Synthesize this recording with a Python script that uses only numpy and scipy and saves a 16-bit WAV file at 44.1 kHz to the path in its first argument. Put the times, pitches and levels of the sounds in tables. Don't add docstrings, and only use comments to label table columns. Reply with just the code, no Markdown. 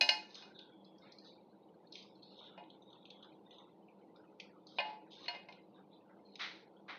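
import sys
import numpy as np
from scipy import signal
from scipy.fft import rfft, irfft
from scipy.io import wavfile
from scipy.ndimage import uniform_filter1d

SR = 44100
rng = np.random.default_rng(int(sys.argv[2]) if len(sys.argv) > 2 else 0)


def pcm_store(signal):
    levels = np.round(np.clip(np.atleast_2d(signal), -1, 1) * 32767)
    wavfile.write(sys.argv[1], SR, levels.astype(np.int16).T)


N = 307893


def amp(db):
    return 10 ** (np.asarray(db) / 20)


def unit(x):
    return x / np.sqrt(np.mean(x ** 2) + 1e-20)


def read(points, hz):
    f, value = np.transpose(points)
    return np.interp(np.log(hz + 1), np.log(f + 1), value)


def add(mix, s, sound):
    part = mix[max(round(s * SR), 0):][:len(sound)]
    part += sound[:len(part)]


def attack(t, rise_s):
    return 1 - np.exp(-t / rise_s)


def decay(t, t60):
    return amp(-60 * t / t60)


def noise(count, db_at):
    spectrum = rfft(rng.standard_normal(count))
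    return unit(irfft(spectrum * amp(db_at(np.fft.rfftfreq(count, 1 / SR))), count))


def wander(count, hz):
    return noise(count, lambda f: -10 * np.log10(1 + (f / hz) ** 4))


def impacts(count, per_s, spread_db):
    hits = rng.random(count) < per_s / SR
    return hits * amp(spread_db * np.minimum(rng.exponential(1, count), 3))


def narrow_band(x, hz, width_hz):
    turn = np.exp(2j * np.pi * np.cumsum(hz * np.ones(len(x))) / SR)
    pole = np.exp(-np.pi * width_hz / SR)
    for _ in range(2):
        x = (turn * signal.lfilter([1 - pole], [1, -pole], x / turn)).real
    return unit(x)


def patchy(x, depth_db, across_hz, lasting_s):
    hz, t, z = signal.stft(x, SR, nperseg=1024, noverlap=768)
    bell = lambda u: np.exp(-2 * u ** 2)
    steps = np.arange(-15, 16)
    blur = np.outer(bell(steps * hz[1] / across_hz), bell(steps * t[1] / lasting_s))
    patches = unit(signal.fftconvolve(rng.standard_normal(z.shape), blur, "same"))
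    gain = unit(amp(depth_db * np.minimum(patches, 2)))
    return signal.istft(z * gain, SR, nperseg=1024, noverlap=768)[1][:N]


# (frequency [Hz], level [dB])
DRONE_COLOUR = [(18, -79), (30, -45.5), (48, -56.5), (65, -30), (129, -14.5), (162, -10.5), (188, -15.5),
                (228, -13.5), (307, -4), (392, -6.5), (526, -5.5), (630, -13), (888, -10.5), (1140, -19),
                (1500, -24.5), (1950, -59), (3300, -120)]
# (centre [Hz], width [Hz], level [dB])
HUMS = [(195.5, 34, -69), (320.4, 17, -72)]
# (frequency [Hz], level [dB])
HISS_COLOUR = [(30, -47), (800, -7), (1400, -5), (2000, 2.5), (4200, 3.5), (5200, -5.5), (7000, -8),
               (14000, -7.5)]


def drone(bed_db=-63.5, hiss_db=-75):
    bed = amp(bed_db) * noise(N, lambda f: read(DRONE_COLOUR, f))
    for hz, width, db in HUMS:
        bed += amp(db) * narrow_band(rng.standard_normal(N), hz, width)
    return bed + amp(hiss_db) * noise(N, lambda f: read(HISS_COLOUR, f))


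# (pitch [Hz], level [dB], base t60 [s])
BOWL_MODES = [(545, -19, .11), (592, -16.5, .14), (650, -16, .11), (728, -19, .22), (802, -24, .3),
              (978, -22, .3), (708, -15.5, .2), (858, -16, .24), (960, -18, .22), (1044, -21, .25),
              (1400, -27, .3), (1553, -15, .2), (1761, -18, .3), (2092, -12, .25), (2120, -15, .18),
              (2482, -12, .16), (2511, -4.5, .21), (2865, -5.5, .22), (3260, -17, .2), (3390, -24, .18),
              (3510, -24, .15), (3980, -11, .15), (4048, -11, .17), (4160, -11, .13), (4200, -12, .15),
              (4316, -7, .17), (4486, -13, .17), (4635, -16, .13), (4808, -15, .12), (4985, -15, .13),
              (5052, -11, .18), (5101, -11, .18), (6120, -26, .12)]
# (frequency [Hz], level [dB])
CLATTER_COLOUR = [(100, -48.5), (220, -23), (480, -21), (580, 1), (950, -7.5), (1220, -27), (1600, -2.5),
                  (2600, 1), (3300, -3), (4300, 8), (5050, -7), (5500, -8), (6400, -13.5), (14000, -28.5)]
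# (time [s], level [dB], lows [dB], mids [dB], highs [dB], sizzle [dB],
# mode favoured by the contact point [Hz], its extra layer [dB])
KNOCKS = [(.0095, -25.5, -0.5, 1.5, 2.5, 6, 2511, -2.5), (0.0161, -34, -2.5, -5, 0, 7, 4048, 2),
          (0.0893, -24.5, -2.5, -4.5, 1, 3, 2865, -0.5), (.423, -55, 8, -1, 0, -7.5, 4316, -11),
          (2.5765, -50.5, 11.5, -8, -18.5, -20, 2511, -28), (4.7847, -32.5, 8, -0.5, -13, -36, 2482, 12.5),
          (4.801, -37.5, 7.5, -8, -9.5, -22.5, 2482, 1), (5.258, -53.5, -4, 1, -5, -14, 2120, 0),
          (5.2809, -37.5, -3, -2, -7.5, -11.5, 4316, 18), (5.3474, -48.5, 10.5, -3, -8.5, -10, 2092, 12),
          (5.398, -62.5, 1, -10, -17, -16.5, 2092, 13), (5.486, -53, 11.5, -4, -8.5, -5.5, 2120, 16),
          (5.582, -68, -1, -13, -14, -21, 2092, 12)]


def knocks(damping=0.61, linger=1.7, scatter_db=-9, scatter_s=0.028, detune=0.0015,
           clatter_db=1.5, tail_db=-14, sizzle_db=-12):
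    out, t = np.zeros(N), np.arange(SR // 2) / SR
    steps = np.arange(0, t[-1], scatter_s)
    for s, db, low_db, mid_db, high_db, top_db, favoured_hz, extra_db in KNOCKS:
        contact_eq = [(1000, low_db), (1600, 0), (2950, 0), (3400, mid_db), (3750, mid_db),
                      (4100, high_db), (5200, high_db), (6300, top_db)]
        favoured = np.argmin([abs(mode[0] - favoured_hz) for mode in BOWL_MODES])
        ring = np.zeros(len(t))
        for k, (hz, mode_db, t60) in enumerate(BOWL_MODES):
            direct = (1 + (k == favoured) * amp(extra_db)) * decay(t, t60 * damping)
            drift = rng.standard_normal(len(steps)) + 1j * rng.standard_normal(len(steps))
            bloom = amp(scatter_db) * attack(t, scatter_s / 2) * decay(t, t60 * linger)
            diffuse = bloom * np.interp(t, steps, drift)
            loaded_hz = hz * (1 + detune * rng.uniform(-1, 1))
            tone = np.exp(2j * np.pi * (loaded_hz * t + rng.random()))
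            ring += amp(mode_db + read(contact_eq, hz)) * ((direct + diffuse) * tone).real
        shelf = [(6500, 0), (7000, sizzle_db)]
        clatter = noise(len(t), lambda f: read(CLATTER_COLOUR, f) + read(contact_eq, f) + read(shelf, f))
        clatter *= amp(clatter_db) * decay(t, t60=0.035) + amp(tail_db) * decay(t, t60=0.37)
        add(out, s, amp(db) * (ring + clatter) * attack(t, rise_s=0.0012))
    return out


# (low [Hz], middle [Hz], high [Hz])
HOLLOW_HZ = (708, 859, 963)
# (time [s], time to peak [s], low note [dB], middle note [dB], high note [dB])
HOLLOW_SWELLS = [(.0095, 0.034, -53.5, -43, -62), (.0895, 0.032, -53, -44, -55),
                 (2.5765, 0.027, -65, -58.5, -63), (4.7845, 0.052, -53.5, -44, -54.5),
                 (5.2808, 0.018, -47, -61, -49)]


def hollow_ring(waver_db=2):
    out, t = np.zeros(N), np.arange(SR // 2) / SR
    for s, swell_s, *levels_db in HOLLOW_SWELLS:
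        swell = t / swell_s * np.exp(1 - t / swell_s)
        for hz, db in zip(HOLLOW_HZ, levels_db):
            gain = amp(db + waver_db * wander(len(t), hz=30))
            add(out, s, swell * gain * np.sin(2 * np.pi * (hz * t + rng.random())))
    return out


# (pitch [Hz], level [dB], t60 [s])
COUNTER_MODES = [(261, -48.5, .2), (300.2, -52, .08), (375, -52, 0.25)]


def thud(start_s=0.018):
    out, t = np.zeros(N), np.arange(SR // 3) / SR
    body = sum(amp(db) * decay(t, t60) * np.sin(2 * np.pi * hz * t) for hz, db, t60 in COUNTER_MODES)
    add(out, start_s, body * attack(t, rise_s=0.0066))
    return out


# (time [s], level [dB], t60 [s])
RATTLES = [(.11, -46.5, 0.25), (4.795, -51.5, 0.44), (4.848, -49.5, 0.29), (5.29, -55, 0.55)]
# (frequency [Hz], level [dB])
RATTLE_COLOUR = [(300, -25.5), (560, -1.5), (780, 0), (1020, -2), (1250, -10.5), (1700, -7), (2500, -5.5),
                 (3300, -9), (4300, -7), (5100, -14), (6000, -32.5)]


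def rattles(ring_s=0.0083):
    out, t = np.zeros(N), np.arange(SR // 2) / SR
    for s, db, t60 in RATTLES:
        contacts = impacts(len(t), per_s=170, spread_db=3)
        chatter = unit(signal.lfilter([1], [1, -np.exp(-1 / (ring_s * SR))], contacts))
        envelope = amp(db) * attack(t, rise_s=0.012) * decay(t, t60)
        add(out, s, envelope * chatter * noise(len(t), lambda f: read(RATTLE_COLOUR, f)))
    return kitchen(out, wet_db=-13)


# (frequency [Hz], t60 [s])
KITCHEN_DECAY = [(200, 0.91), (1300, 0.9), (3500, 0.47), (6500, 0.12), (12000, 0.35)]


def kitchen(x, wet_db, predelay_s=0.0017):
    taps = rng.choice([-1., 1.], SR // 2) * (rng.random(SR // 2) < 0.1)
    taps[:int(predelay_s * SR)] = 0
    hz, t, z = signal.stft(taps, SR, nperseg=256)
    tail = signal.istft(z * decay(t, read(KITCHEN_DECAY, hz)[:, None]), SR, nperseg=256)[1]
    return x + amp(wet_db) * signal.fftconvolve(x, tail / np.linalg.norm(tail))[:N]


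# (firmest moment [s], length [s], level [dB])
SQUEEZES = [(0.44, .36, -70), (1.054, 0.17, -68), (1.278, 0.4, -79), (2.44, 0.4, -72), (2.95, .15, -76),
            (3.251, .3, -70), (3.583, 0.34, -70.5), (4.193, .2, -76.5), (4.52, 0.21, -74.5),
            (5.257, 0.3, -64), (5.764, 0.18, -74.5), (6.136, 0.37, -78)]


def squeezing(stirring_db=-76):
    t = np.arange(N) / SR
    swells = sum(amp(db) * np.cos(np.pi * np.clip((t - s) / length, -0.5, 0.5)) ** 2
                 for s, length, db in SQUEEZES)
    return amp(stirring_db) + swells


def kneading(trim_db=-1, lumpy_db=2):
    colour = [(100, -9), (350, 0.5), (900, 1), (1400, 0), (1900, -16.5),
              (3000, -12.5), (5000, -29.5), (9000, -48)]
    rustle = patchy(noise(N, lambda f: read(colour, f)), depth_db=5, across_hz=230, lasting_s=0.073)
    return rustle * squeezing() * amp(trim_db + lumpy_db * wander(N, hz=31.8))


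def crumbs(trim_db=-7, tilt_db_per_octave=-2.5, pitches=48, per_s=130, ring_s=0.006):
    out, t = np.zeros(N), np.arange(SR // 12) / SR
    for hz in np.geomspace(900, 4200, pitches):
        landings = impacts(N, per_s / pitches, spread_db=2.5)
        ping = t / ring_s * np.exp(-t / ring_s) * np.sin(2 * np.pi * hz * rng.uniform(1, 1.02) * t)
        out += amp(tilt_db_per_octave * np.log2(hz / 2000)) * signal.oaconvolve(landings, ping)[:N]
    return unit(out) * squeezing() * amp(trim_db)


# (time [s], length [s], level [dB], starting centre [Hz], width [Hz])
STROKES = [(0.287, 0.13, -61, 4800, 2600), (0.532, 0.082, -67.5, 3740, 500),
           (1.03, 0.047, -73.5, 1880, 696), (1.002, 0.12, -75, 3800, 760), (1.23, 0.056, -65, 4100, 1100),
           (1.915, 0.082, -58.5, 4260, 2020), (2.216, 0.25, -66, 4060, 1130), (3.51, 0.042, -70, 3374, 895),
           (4.673, 0.13, -67, 4140, 1780), (5.1, 0.17, -61.5, 4040, 3170), (5.732, 0.03, -77.5, 3830, 1005),
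           (5.904, 0.041, -74.5, 3650, 1014), (6.246, 0.19, -80, 4250, 1398)]


def strokes(grains_per_s=500, grain_db=0.5, flutter_db=2, brushing_db=-88,
            attack_s=0.022, swell_db=3, release_s=0.018, sink_octaves_per_s=1):
    grains = amp(grain_db * np.minimum(rng.exponential(1, N), 4)) * (rng.random(N) < grains_per_s / SR)
    grit = unit(grains * rng.choice([-1, 1], N)) + rng.standard_normal(N)
    grit = signal.sosfilt(signal.butter(3, 2400, "high", fs=SR, output="sos"), grit)
    out = amp(brushing_db) * narrow_band(grit, hz=3500, width_hz=2200)
    t = np.arange(SR // 2) / SR
    for s, length, db, hz, width in STROKES:
        moved_s = np.minimum(t, length)
        bite = np.minimum(t / attack_s, 1)
        press = amp(swell_db * (moved_s / length - 1))
        release = np.exp((moved_s - t) / release_s)
        centre_hz = hz * 2 ** (-sink_octaves_per_s * moved_s)
        hiss = narrow_band(grit[round(s * SR):][:len(t)], centre_hz, width)
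        add(out, s, amp(db) * bite * press * release * hiss)
    return kitchen(out * amp(flutter_db * wander(N, hz=25)), wet_db=-4)


# (frequency [Hz], gain [dB])
WALL_EQ = [(1600, -7.5), (2450, 5.5), (2850, -2), (3300, 1), (3700, 4), (4300, 1.5), (4700, -4), (5150, 0),
           (5700, -8.5), (6200, 0), (6600, -9)]


def bowl_wall(x):
    hz = np.linspace(0, SR / 2, 513)
    return signal.oaconvolve(x, signal.firwin2(513, hz, amp(read(WALL_EQ, hz)), fs=SR), "same")


# (time [s], length [s], level [dB], start pitch [Hz], end pitch [Hz])
WHISTLES = [(.3, .5, -77, 1580, 1470), (0.55, .55, -78.5, 3380, 3290), (2.8, .3, -77.5, 3760, 3700),
            (3.39, .32, -78, 3640, 3500), (6.23, .14, -78, 4270, 4130)]


def singing(width_hz=140, catch_db=4):
    out = np.zeros(N)
    for s, length, db, from_hz, to_hz in WHISTLES:
        count = round(length * SR)
        tone = narrow_band(rng.standard_normal(count), np.linspace(from_hz, to_hz, count), width_hz)
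        grip = amp(db + catch_db * wander(count, hz=20))
        add(out, s, grip * tone * signal.windows.tukey(count, 0.5))
    return out


# (time [s], level [dB], centre [Hz], half-width [octaves])
TICKS = [(.306, -49.5, 4600, 0.19), (0.344, -41, 4670, 0.32), (0.353, -38, 4750, 0.56),
         (.590, -41, 3560, 0.39), (0.846, -53.5, 4420, 0.14), (.983, -56, 5160, 0.12),
         (1.121, -44.5, 4770, 0.23), (1.185, -43, 4500, 0.12), (1.245, -50.5, 4440, 0.15),
         (1.87, -57, 4130, .16), (1.267, -61, 4120, 0.17), (1.9237, -39, 4460, 0.2),
         (1.954, -41, 3320, 0.72), (2.024, -49, 4470, 0.44), (2.154, -57.5, 4140, 0.091),
         (2.23, -52.5, 4400, 0.094), (2.639, -55, 3300, 0.23), (2.701, -49, 3390, 0.23),
         (2.822, -56, 3650, 0.096), (2.902, -52.5, 3480, 0.16), (2.9295, -48, 3560, 0.19),
         (3.025, -57, 3600, 0.13), (3.054, -46, 3320, 0.24), (3.103, -42, 3550, 0.25),
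         (3.226, -48, 3600, 0.16), (3.244, -55, 3890, 0.2), (3.508, -45.5, 3390, 0.15),
         (3.583, -48, 3500, 0.14), (3.885, -64, 2520, .14), (4.16, -55.5, 4180, 0.32),
         (4.669, -45.5, 4400, 0.11), (5.524, -48, 3204, 0.47), (6.3553, -42, 3370, 0.62),
         (6.767, -60, 3300, .06)]


def ticks(trim_db=-1, snap_s=0.0037, wash_db=-20.5, rim_db=-18, rim_hz=6150, rim_width_hz=130):
    out, t = np.zeros(N), np.arange(SR // 3) / SR
    snap = attack(t, rise_s=0.0015) * np.exp(-t / snap_s)
    wash = amp(wash_db) * attack(t, rise_s=0.0022) * decay(t, t60=0.46)
    rim = lambda f: rim_db - ((f - rim_hz) / rim_width_hz) ** 2
    for s, db, hz, octaves in TICKS:
        band = lambda f: -10 * np.log10(1 + (np.log2((f + 1) / hz) / octaves) ** 6)
        colour = lambda f: np.maximum(band(f), rim(f))
        contact = unit(noise(len(t), colour) * snap) * np.sqrt(np.mean(snap ** 2))
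        add(out, s, amp(db + trim_db) * (contact + noise(len(t), colour) * wash))
    return out


# (time [s], hold [s], level [dB])
SCRAPE = (4.399, 0.00515, -49.5)
# (frequency [Hz], level [dB])
SCRAPE_COLOUR = [(1200, -35.5), (1800, -28.5), (2000, -3.5), (2450, 5), (2900, -6), (3350, 0.5),
                 (3850, -12.5), (4600, -3.5), (5200, -11), (6400, -18.5), (7500, -20), (12000, -44.5)]


def scrape(release_s=0.0031, tail_db=-5.5):
    s, hold_s, db = SCRAPE
    out, t = np.zeros(N), np.arange(SR // 2) / SR
    drag = np.exp(-np.maximum(t - hold_s, 0) / release_s)
    tail = amp(tail_db) * decay(t, t60=0.27)
    rasp = noise(len(t), lambda f: read(SCRAPE_COLOUR, f))
    add(out, s, amp(db) * rasp * (drag + tail) * attack(t, rise_s=0.0007))
    return out


# (time [s], level [dB], hold [s], tilt [dB/octave])
SCUFFS = [(6.391, -42, 0.044, 5.5), (6.88, -47, 0.028, -0.5)]
# (frequency [Hz], level [dB])
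SCUFF_COLOUR = [(300, -32.5), (750, -4.5), (1300, -2.5), (1650, -5), (2100, 0), (2800, -10.5), (3900, -8),
                (5000, -21.5), (6300, -32), (8000, -41.5)]


def scuffs(trim_db=-5, release_s=0.057, rough_db=2, tail_db=-3):
    out, t = np.zeros(N), np.arange(SR // 2) / SR
    for s, db, hold_s, tilt_db in SCUFFS:
        colour = lambda f: read(SCUFF_COLOUR, f) + tilt_db * np.log2(np.maximum(f, 500) / 2000)
        rasp = noise(len(t), colour)
        after_s = np.maximum(t - hold_s, 0)
        direct = np.exp(-after_s / release_s) * amp(rough_db * wander(len(t), hz=146))
        tail = amp(tail_db) * decay(after_s, t60=0.47)
        add(out, s, amp(db + trim_db) * rasp * (direct + tail) * attack(t, rise_s=0.0064))
    return out


def dull(x, corner_hz=6550, shelf_db=-22):
    lows = signal.oaconvolve(x, signal.firwin(161, corner_hz, fs=SR), "same")
    return lows + amp(shelf_db) * (x - lows)


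def scene():
    swish = patchy(strokes(), depth_db=3.5, across_hz=240, lasting_s=0.07)
    touches = patchy(ticks(), depth_db=3.5, across_hz=300, lasting_s=0.09)
    flour = bowl_wall(swish + touches) + singing() + kneading() + crumbs()
    hits = knocks() + hollow_ring() + thud()
    soft_contacts = dull(rattles() + flour + scrape() + scuffs())
    mono = hits + soft_contacts + drone()
    return np.array([mono, mono])


# (frequency [Hz], cut [dB])
GATE_DEPTH = [(900, 0.5), (1300, 11.5), (1900, 12), (14000, 17)]


def suppress_noise(x, margin_db=3.5, top_margin_db=3, knee_db=0.6, memory=0.6):
    hz, _, z = signal.stft(x, SR, nperseg=1024, noverlap=768)
    power = uniform_filter1d(abs(z) ** 2, size=7, axis=0)
    power = signal.lfilter([1 - memory], [1, -memory], power, axis=1)
    power_db = 10 * np.log10(abs(power) + 1e-20)
    floor_db = uniform_filter1d(np.percentile(power_db, 20, axis=1), size=15)
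    threshold_db = floor_db + margin_db + read([(6000, 0), (7500, top_margin_db)], hz)
    shut = 0.5 - 0.5 * np.tanh((power_db - threshold_db[:, None]) / (2 * knee_db))
    gain = amp(-read(GATE_DEPTH, hz)[:, None] * shut)
    return signal.istft(z * gain, SR, nperseg=1024, noverlap=768)[1][:N]


def record(dry, low_cut_hz=75, high_cut_hz=14200):
    mono = signal.sosfilt(signal.butter(2, low_cut_hz, "high", fs=SR, output="sos"), dry.mean(0))
    mono = suppress_noise(mono)
    mono = signal.oaconvolve(mono, signal.firwin(511, high_cut_hz, window=("kaiser", 9), fs=SR), "same")
    return np.array([mono, mono])


dry = scene()
out = record(dry)
pcm_store(out)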